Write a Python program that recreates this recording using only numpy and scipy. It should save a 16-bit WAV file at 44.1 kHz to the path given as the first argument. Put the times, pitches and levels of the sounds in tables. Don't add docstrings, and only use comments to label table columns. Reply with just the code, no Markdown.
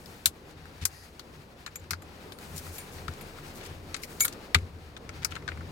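import sys
import numpy as np
from scipy import signal
from scipy.fft import rfft, irfft, next_fast_len
from scipy.io import wavfile
from scipy.ndimage import uniform_filter1d

SR = 44100
rng = np.random.default_rng(int(sys.argv[2]) if len(sys.argv) > 2 else 0)


def log_audio(samples):
    frames = np.atleast_2d(samples).T
    limited = np.clip(frames, -1, 1)
    pcm = np.round(limited * 32767).astype(np.int16)
    wavfile.write(sys.argv[1], SR, pcm)


N = 251811


def undb(db):
    return 10 ** (np.asarray(db) / 20)


def pan(db):
    return undb(np.array([[db], [-db]]) / 2)


def over_frequency(table, hz):
    f, values = np.transpose(table)
    return np.interp(np.log(hz + 1), np.log(f + 1), values)


def over_time(table):
    times_s, *columns = np.transpose(table)
    return [np.interp(np.arange(N) / SR, times_s, column) for column in columns]


def resonance(f, hz, width_hz):
    return 1j * f * width_hz / (hz ** 2 - f ** 2 + 1j * f * width_hz)


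def flicker(rate_hz):
    hold = int(SR / rate_hz)
    steps = np.repeat(rng.standard_normal(N // hold + 1), hold)
    return 1.5 * uniform_filter1d(uniform_filter1d(steps, hold), hold)[:N]


def add(out, start_s, sound):
    i = int(start_s * SR)
    out[:, i:i + sound.shape[1]] += sound[:, :N - i]


# frequency in Hz, left-right correlation (floored at 0).
PORT_CORRELATION = [(60, 1), (130, 0.96), (290, 0.89), (640, 0.59), (1410, -0.089), (3100, -0.22),
                    (6820, 0.81), (15000, -0.45)]
# frequency in Hz, left minus right in dB.
PORT_BALANCE = [(60, 5), (110, 1), (200, 4), (380, -1), (700, 1.5), (1290, 3.5), (2380, 6), (4400, 7.5),
                (8120, 2.5), (15000, -2.5)]


def diffuse_noise(spectrum):
    size = next_fast_len(N)
    f = np.fft.rfftfreq(size, 1 / SR)
    mid, side = rfft(rng.standard_normal((2, size)))
    correlation = np.clip(over_frequency(PORT_CORRELATION, f), 0, 1)
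    sign = np.array([[1], [-1]])
    pair = np.sqrt(1 + correlation) * mid + sign * np.sqrt(1 - correlation) * side
    balance = undb(sign * over_frequency(PORT_BALANCE, f) / 2)
    noise = irfft(pair * balance * spectrum(f), size)[:, :N]
    return noise / np.sqrt(np.mean(noise.mean(0) ** 2))


# frequency in Hz, level in dB, t60 after a thump in seconds.
COLUMN_MODES = [(84.1, -1.5, 0.14), (149.7, -6, 0.058), (248.5, -23.5, 0.14), (399.6, -25, 0.11)]
# frequency in Hz, relative density in dB.
RUMBLE_SPECTRUM = [(15, -39), (35, -26), (55, -25), (110, -6), (200, -6.5), (330, -6.5), (500, -7),
                   (700, -15.5), (1200, -17), (1600, -30), (3200, -45.5), (5400, -59), (9000, -49.5),
                   (16000, -78)]
# time in seconds, shudder in dB, rumble in dB.
LOW_LEVELS = [(0.0, -51, -52.5), (0.38, -52.5, -51.5), (0.76, -54, -54), (1.02, -53, -55),
              (1.37, -63, -53.5), (1.78, -52.5, -55), (2.35, -60, -48.5), (2.54, -50, -48),
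              (3.37, -52, -49), (4.33, -49.5, -48.5), (4.72, -52, -51.5), (4.83, -49.5, -53),
              (5.02, -48, -51), (5.71, -46, -48.5)]


def shudder_and_rumble(width_hz=22.8):
    shudder_db, rumble_db = over_time(LOW_LEVELS)
    shudder = diffuse_noise(
        lambda f: sum(undb(db) * resonance(f, hz, width_hz) ** 2 for hz, db, _ in COLUMN_MODES))
    rumble = diffuse_noise(lambda f: undb(over_frequency(RUMBLE_SPECTRUM, f)))
    rumble_db += 1.2 * flicker(16)
    shudder_db += 3.5 * flicker(11)
    return undb(shudder_db) * shudder + undb(rumble_db) * rumble


# time in seconds, fundamental in dB rms, octave in dB rms.
HUM_LEVELS = [(0, -65, -62), (2, -68.5, -60), (3.3, -54, -63.5), (5.71, -67.5, -52.5)]


def hum(hz=30):
    phase = 2 * np.pi * hz * np.arange(N) / SR
    return sum(np.sqrt(2) * undb(db) * np.sin(k * phase)
               for k, db in enumerate(over_time(HUM_LEVELS), start=1))


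# time in seconds, fine hiss in dB, dull body in dB.
RUB_LEVELS = [(0.0, -60.5, -60.5), (0.19, -60.5, -56), (0.33, -64.5, -57.5), (0.57, -68, -57.5),
              (1.03, -63.5, -58.5), (1.22, -67.5, -60.5), (2.04, -69.5, -59.5), (2.3, -63, -56),
              (2.51, -53.5, -52.5), (2.72, -50, -50), (2.91, -59, -53.5), (3.93, -62, -54.5),
              (4.15, -53.5, -54), (4.34, -63.5, -54.5), (4.77, -68.5, -60), (4.99, -69, -58.5),
              (5.31, -64, -53.5), (5.44, -66, -55.5), (5.57, -69, -58), (5.71, -65, -55)]
# frequency in Hz, relative density in dB.
RUB_SPECTRUM = [(410, -84), (700, 2.5), (1180, -4), (1330, 0), (2190, -3), (2430, -3), (3320, -7),
                (4430, -4), (9860, -8), (16000, -9.5)]


def rubbing(split_hz=5000):
    hiss_db, body_db = over_time(RUB_LEVELS)
    body = diffuse_noise(lambda f: undb(over_frequency(RUB_SPECTRUM, f)) / (1 + (f / split_hz) ** 4))
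    hiss = diffuse_noise(
        lambda f: undb(over_frequency(RUB_SPECTRUM, f)) / (1 + (split_hz / (f + 1)) ** 4))
    drag_db = 1.7 * flicker(30)
    return undb(body_db + drag_db) * body + undb(hiss_db + drag_db) * hiss


# centre in Hz (each click sets the latch's own), width in Hz, gain in dB.
LOCK_PARTS = [(750, 1600, -9), (1386, 575, 4), (2230, 890, 2.5), (4000, 1950, 4), (7330, 3200, 0.5),
              (11400, 6400, 4.5)]
# start in seconds, level in dB, relative dB of housing, shroud, latch, barrel
# and edge, latch in Hz as the grip bends it, treble left minus right in dB, t60 at 4 kHz in seconds.
LOCK_CLICKS = [(0.058, -39.5, -30.5, -37, -8, -27, -12.5, 4450, 16.4, 0.017),
               (0.257, -1.5, -27, -26.5, -15.5, -10.5, -12.5, 3940, 7.2, 0.013),
               (0.654, -41.5, -8, -14, -21, -20, -18, 4310, 6.5, 0.018),
               (0.852, -8.5, -28.5, -30, -19, -12.5, -13.5, 4870, 9.9, 0.031),
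               (1.194, -28, -16.5, -30, -9, -20, -18, 3980, 6.3, 0.015),
               (1.662, -26, -14.5, -18.5, -11, -17, -28, 4100, 7.0, 0.021),
               (1.675, -33, -5, -8.5, -21, -19, -25, 4130, 8.1, 0.012),
               (1.756, -30, -21, -18, -19, -11, -28, 3630, 8.6, 0.029),
               (1.907, -13, -16.5, -16, -12, -14, -15, 4700, 7.2, 0.012),
               (1.932, -22.5, -7, -15, -12, -19, -23, 4470, 6.0, 0.012),
               (2.019, -38.5, -14, -21.5, -15, -12, -22, 3400, 3.5, 0.018),
               (2.32, -32.5, -17, -18, -9, -21, -24, 4020, 8.8, 0.015),
               (2.386, -35, -18, -19, -12.5, -16, -13, 4030, 3.5, 0.015),
               (2.665, -36, -10.5, -19, -24, -19, -16, 4950, 9.6, 0.018),
               (2.781, -31, -28, -13, -12, -18, -11, 3840, 3.0, 0.013),
               (3.08, -22.5, -10.5, -18, -17, -23, -29, 4000, 10.7, 0.015),
               (3.136, -38, -20, -15, -13, -10, -18, 4100, 5.0, 0.016),
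               (3.209, -34, -20, -12, -15, -18, -16, 3930, 6.7, 0.016),
               (3.384, -37, -9, -16, -20, -22, -26, 3440, 6.8, 0.017),
               (3.943, -20.5, -15.5, -14.5, -12, -11.5, -43, 4230, 11.8, 0.021),
               (3.964, -29.5, -14, -11, -12, -11, -13, 4320, 5.5, 0.012),
               (4.034, -25, -34, -6.5, -10, -14, -22, 4860, 7.5, 0.0065),
               (4.205, -7.5, -18.5, -26, -17, -14, -12.5, 3940, 2.8, 0.013),
               (4.247, -15.5, -8.5, -31, -12.5, -7, -3.5, 3640, 3.8, 0.0069),
               (4.251, -14, -17, -36, -18, -17, -16, 4040, 4.5, 0.019),
               (4.279, -20.5, -20, -27, -14.5, -10, -13, 3880, 3.6, 0.02),
               (4.545, -6.5, -14, -11, -13.5, -17.5, -24, 4000, 7.4, 0.03),
               (4.585, -38.5, -20, -4, -17, -7, -19, 4470, 4.0, 0.014),
               (4.965, -36.5, -9, -16, -9, -18, -36.5, 3740, 7.9, 0.025),
               (5.091, -29, -12.5, -11.5, -18, -16, -33, 5000, 8, 0.022),
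               (5.246, -14, -20.5, -20.5, -14, -15, -16.5, 5140, 8.7, 0.031),
               (5.32, -32.5, -10, -9, -8, -25, -29, 3170, 10, 0.017),
               (5.353, -27, -11.5, -17, -14, -16, -31, 3660, 12.6, 0.012),
               (5.362, -30, -9, -9.5, -19, -22, -37, 4120, 6.4, 0.027),
               (5.422, -41.5, -8, -13, -16, -20, -29, 4800, 5.0, 0.018),
               (5.477, -24.5, -9, -24, -15.5, -25, -38, 4040, 11.3, 0.023),
               (5.486, -21.5, -9.5, -14.5, -19, -25, -39, 4220, 9.8, 0.014),
               (5.517, -33, -12, -4.5, -23, -31, -38, 3700, 6.5, 0.015),
               (5.573, -41.5, -5, -8, -22, -13, -30, 4830, 3.5, 0.016),
               (5.606, -43.5, -1, -17, -26, -22, -33, 4090, 4.0, 0.033)]


def stray_ticks(per_s=3, floor_db=-50, mean_excess_db=3):
    typical = np.median(LOCK_CLICKS, axis=0)[2:]
    return [(when * N / SR, floor_db - mean_excess_db * np.log(1 - strength), *typical)
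            for when, strength in rng.uniform(0, 1, (int(per_s * N / SR), 2))]


def clicks(out, correlation=0.17, left_lag_s=0.00014, rise_s=0.00063, shade_hz=700,
           cabin_db=-12, cabin_t60_s=0.066):
    size = 4096
    t, f = np.arange(size) / SR, np.fft.rfftfreq(size, 1 / SR)
    rise = 1 - np.exp(-t / rise_s)
    cabin_decay = rise * undb(cabin_db - 60 * t / cabin_t60_s)
    shade = f ** 2 / (f ** 2 + shade_hz ** 2) * np.array([[0.5], [-0.5]])
    delay = np.array([np.exp(-2j * np.pi * f * left_lag_s), np.ones(len(f))])
    for start_s, level_db, *struck_db, latch_hz, pan_db, t60_s in list(LOCK_CLICKS) + stray_ticks():
        left, other = rng.standard_normal((2, size))
        contacts = np.array([left, correlation * left + np.sqrt(1 - correlation ** 2) * other])
        tail = cabin_decay * rng.standard_normal((2, size))
        trim_db = np.mean(struck_db[:2])
        ring = 0
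        for k, drive_db in enumerate([trim_db, *struck_db]):
            hz, width_hz, gain_db = LOCK_PARTS[k]
            hz = latch_hz if k == 3 else hz
            chatter = rise ** 2 * undb(-60 * t / t60_s * (hz / 4000) ** 0.32)
            gain = (-1) ** k * undb(gain_db + drive_db) * np.sqrt(SR / width_hz)
            ring += gain * resonance(f, hz, width_hz) ** 2 * rfft(chatter * contacts + tail)
        add(out, start_s, undb(level_db) * irfft(ring * delay * undb(pan_db * shade), size))


# start in seconds, level in dB, upper-mode boost in dB.
COLUMN_PUSHES = [(.263, -29.5, 1), (0.817, -21, 3.5), (1.915, -26, 6.5), (2.54, -29, 10), (2.685, -32, 0),
                 (3.08, -22, 8.5), (4.552, -9.5, 1.5), (4.619, -21, 1), (4.732, -34.5, -9),
                 (5.087, -32, -1), (5.595, -33, 2)]


def thumps(out, rise_s=0.01, pan_db=2.5):
    t = np.arange(int(0.3 * SR)) / SR
    rise = 1 - np.exp(-t / rise_s)
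    for start_s, level_db, upper_db in COLUMN_PUSHES:
        swing = sum(undb(db + (k > 0) * upper_db - 60 * t / t60_s) * np.sin(2 * np.pi * hz * t)
                    for k, (hz, db, t60_s) in enumerate(COLUMN_MODES))
        add(out, start_s, undb(level_db) * pan(pan_db) * swing * rise)


# start in seconds, length in seconds, rms level in dB, centre in Hz.
NOISE_BURSTS = [(0.479, 0.06, -63.5, 4000), (.806, 0.045, -45.5, 2250), (2.551, 0.056, -42, 7900),
                (2.717, 0.073, -49, 9000), (2.907, 0.078, -55, 5940), (3.45, 0.07, -57.5, 6000),
                (3.536, 0.07, -53, 7900), (3.569, 0.17, -51.5, 1780), (3.63, 0.05, -51, 5500),
                (3.82, 0.038, -70, 3950), (4.016, 0.046, -46, 7900), (4.195, .019, -40, 7000),
                (4.212, .034, -36.5, 9000), (4.323, 0.017, -46.5, 4000), (4.966, .017, -54, 2970),
                (5.219, 0.027, -44, 1790), (5.304, 0.023, -48, 2500)]


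def scuffs_and_clatter(out, grain_db=4, grain_samples=64, pan_db=5):
    for start_s, length_s, level_db, hz in NOISE_BURSTS:
        n = int(length_s * SR)
        grains = undb(grain_db * np.repeat(rng.standard_normal(n // grain_samples + 1), grain_samples))
        noise = rng.standard_normal((2, n)) * grains[:n] * np.hanning(n) ** 0.5
        band = resonance(np.fft.rfftfreq(n, 1 / SR), hz, width_hz=2 * hz) ** 2
        burst = irfft(rfft(noise) * band, n)
        add(out, start_s, undb(level_db) * pan(pan_db) * burst / np.sqrt(np.mean(burst ** 2)))


# centre in Hz, width in Hz, gain in dB.
BORE_BANDS = [(1850, 350, 7), (4800, 1100, 2.5), (6450, 800, -6), (10400, 3700, -4.5)]


def cylinder_slide(start_s=0.9, level_db=-57, rise_s=0.036, hold_s=0.11, t60_s=0.2):
    friction = diffuse_noise(
        lambda f: sum(undb(db) * abs(resonance(f, hz, width)) ** 2 for hz, width, db in BORE_BANDS))
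    t = np.arange(N) / SR - start_s
    rise = np.clip(t / rise_s, 0, 1)
    fade = undb(-60 * np.maximum(t - rise_s - hold_s, 0) / t60_s)
    return undb(level_db) * rise * fade * friction


# frequency in Hz, free t60 in seconds, dB in the small key, dB in the large key.
KEY_RING_MODES = [(2240, 0.61, -14.5, -12), (6400, 0.055, -5, -28), (6990, 0.11, 1, -34),
                  (7530, 0.21, -8, -12), (9550, 0.36, -34, -1.5), (12100, 0.029, -15, -10),
                  (12720, 0.053, -3.5, 6.5)]
# start in seconds, small key in dB, large key in dB, grip t60 in seconds.
KEY_TOUCHES = [(1.663, -45.5, -64, 0.18), (1.7564, -30.5, -45, 0.06), (1.7624, -42, -61, 0.17),
               (1.7956, -51, -68, 0.062), (2.0203, -56, -58, 0.24), (2.3201, -63, -51, 0.56),
               (2.7816, -44, -39.5, .48), (3.212, -54, -47.5, .22), (4.2058, -16, -27.5, 0.46),
               (4.2174, -32, -23.5, .3), (4.25, -36, -15, 0.027)]


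def keys(out, flutter_db=3.0, rise_s=0.002, stop_t60_s=0.026, pan_db=3):
    t = np.arange(int(0.3 * SR)) / SR
    rise = 1 - np.exp(-t / rise_s)
    for start_s, small_db, large_db, grip_t60_s in KEY_TOUCHES:
        free_s = min(click_s - start_s for click_s, *_ in LOCK_CLICKS if click_s > start_s + 0.015)
        damping = undb(-60 * t / grip_t60_s - 60 * np.maximum(t - free_s, 0) / stop_t60_s)
        ring = 0
        for hz, t60_s, in_small_db, in_large_db in KEY_RING_MODES:
            speed, flutter_phase, phase, spread = rng.uniform(0, 1, 4)
            gain = undb(small_db + in_small_db) + undb(large_db + in_large_db)
            flutter_hz = 60 + 120 * speed
            flutter = min(hz / 7000, 1) * np.sin(2 * np.pi * (flutter_hz * t + flutter_phase))
            port_cycles = np.array([[0], [0.15 + 0.089 * spread]])
            tone = np.sin(2 * np.pi * (hz * t + phase + port_cycles))
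            ring += gain * undb(-60 * t / t60_s + flutter_db * flutter) * tone
        add(out, start_s, pan(pan_db) * ring * rise * damping)


def scene():
    out = shudder_and_rumble() + hum() + rubbing() + cylinder_slide()
    for add_source in (clicks, thumps, scuffs_and_clatter, keys):
        add_source(out)
    return out


def record(dry, cutoff_hz=16000):
    return signal.sosfilt(signal.ellip(12, 0.2, 95, cutoff_hz, fs=SR, output="sos"), dry)


dry = scene()
out = record(dry)
log_audio(out)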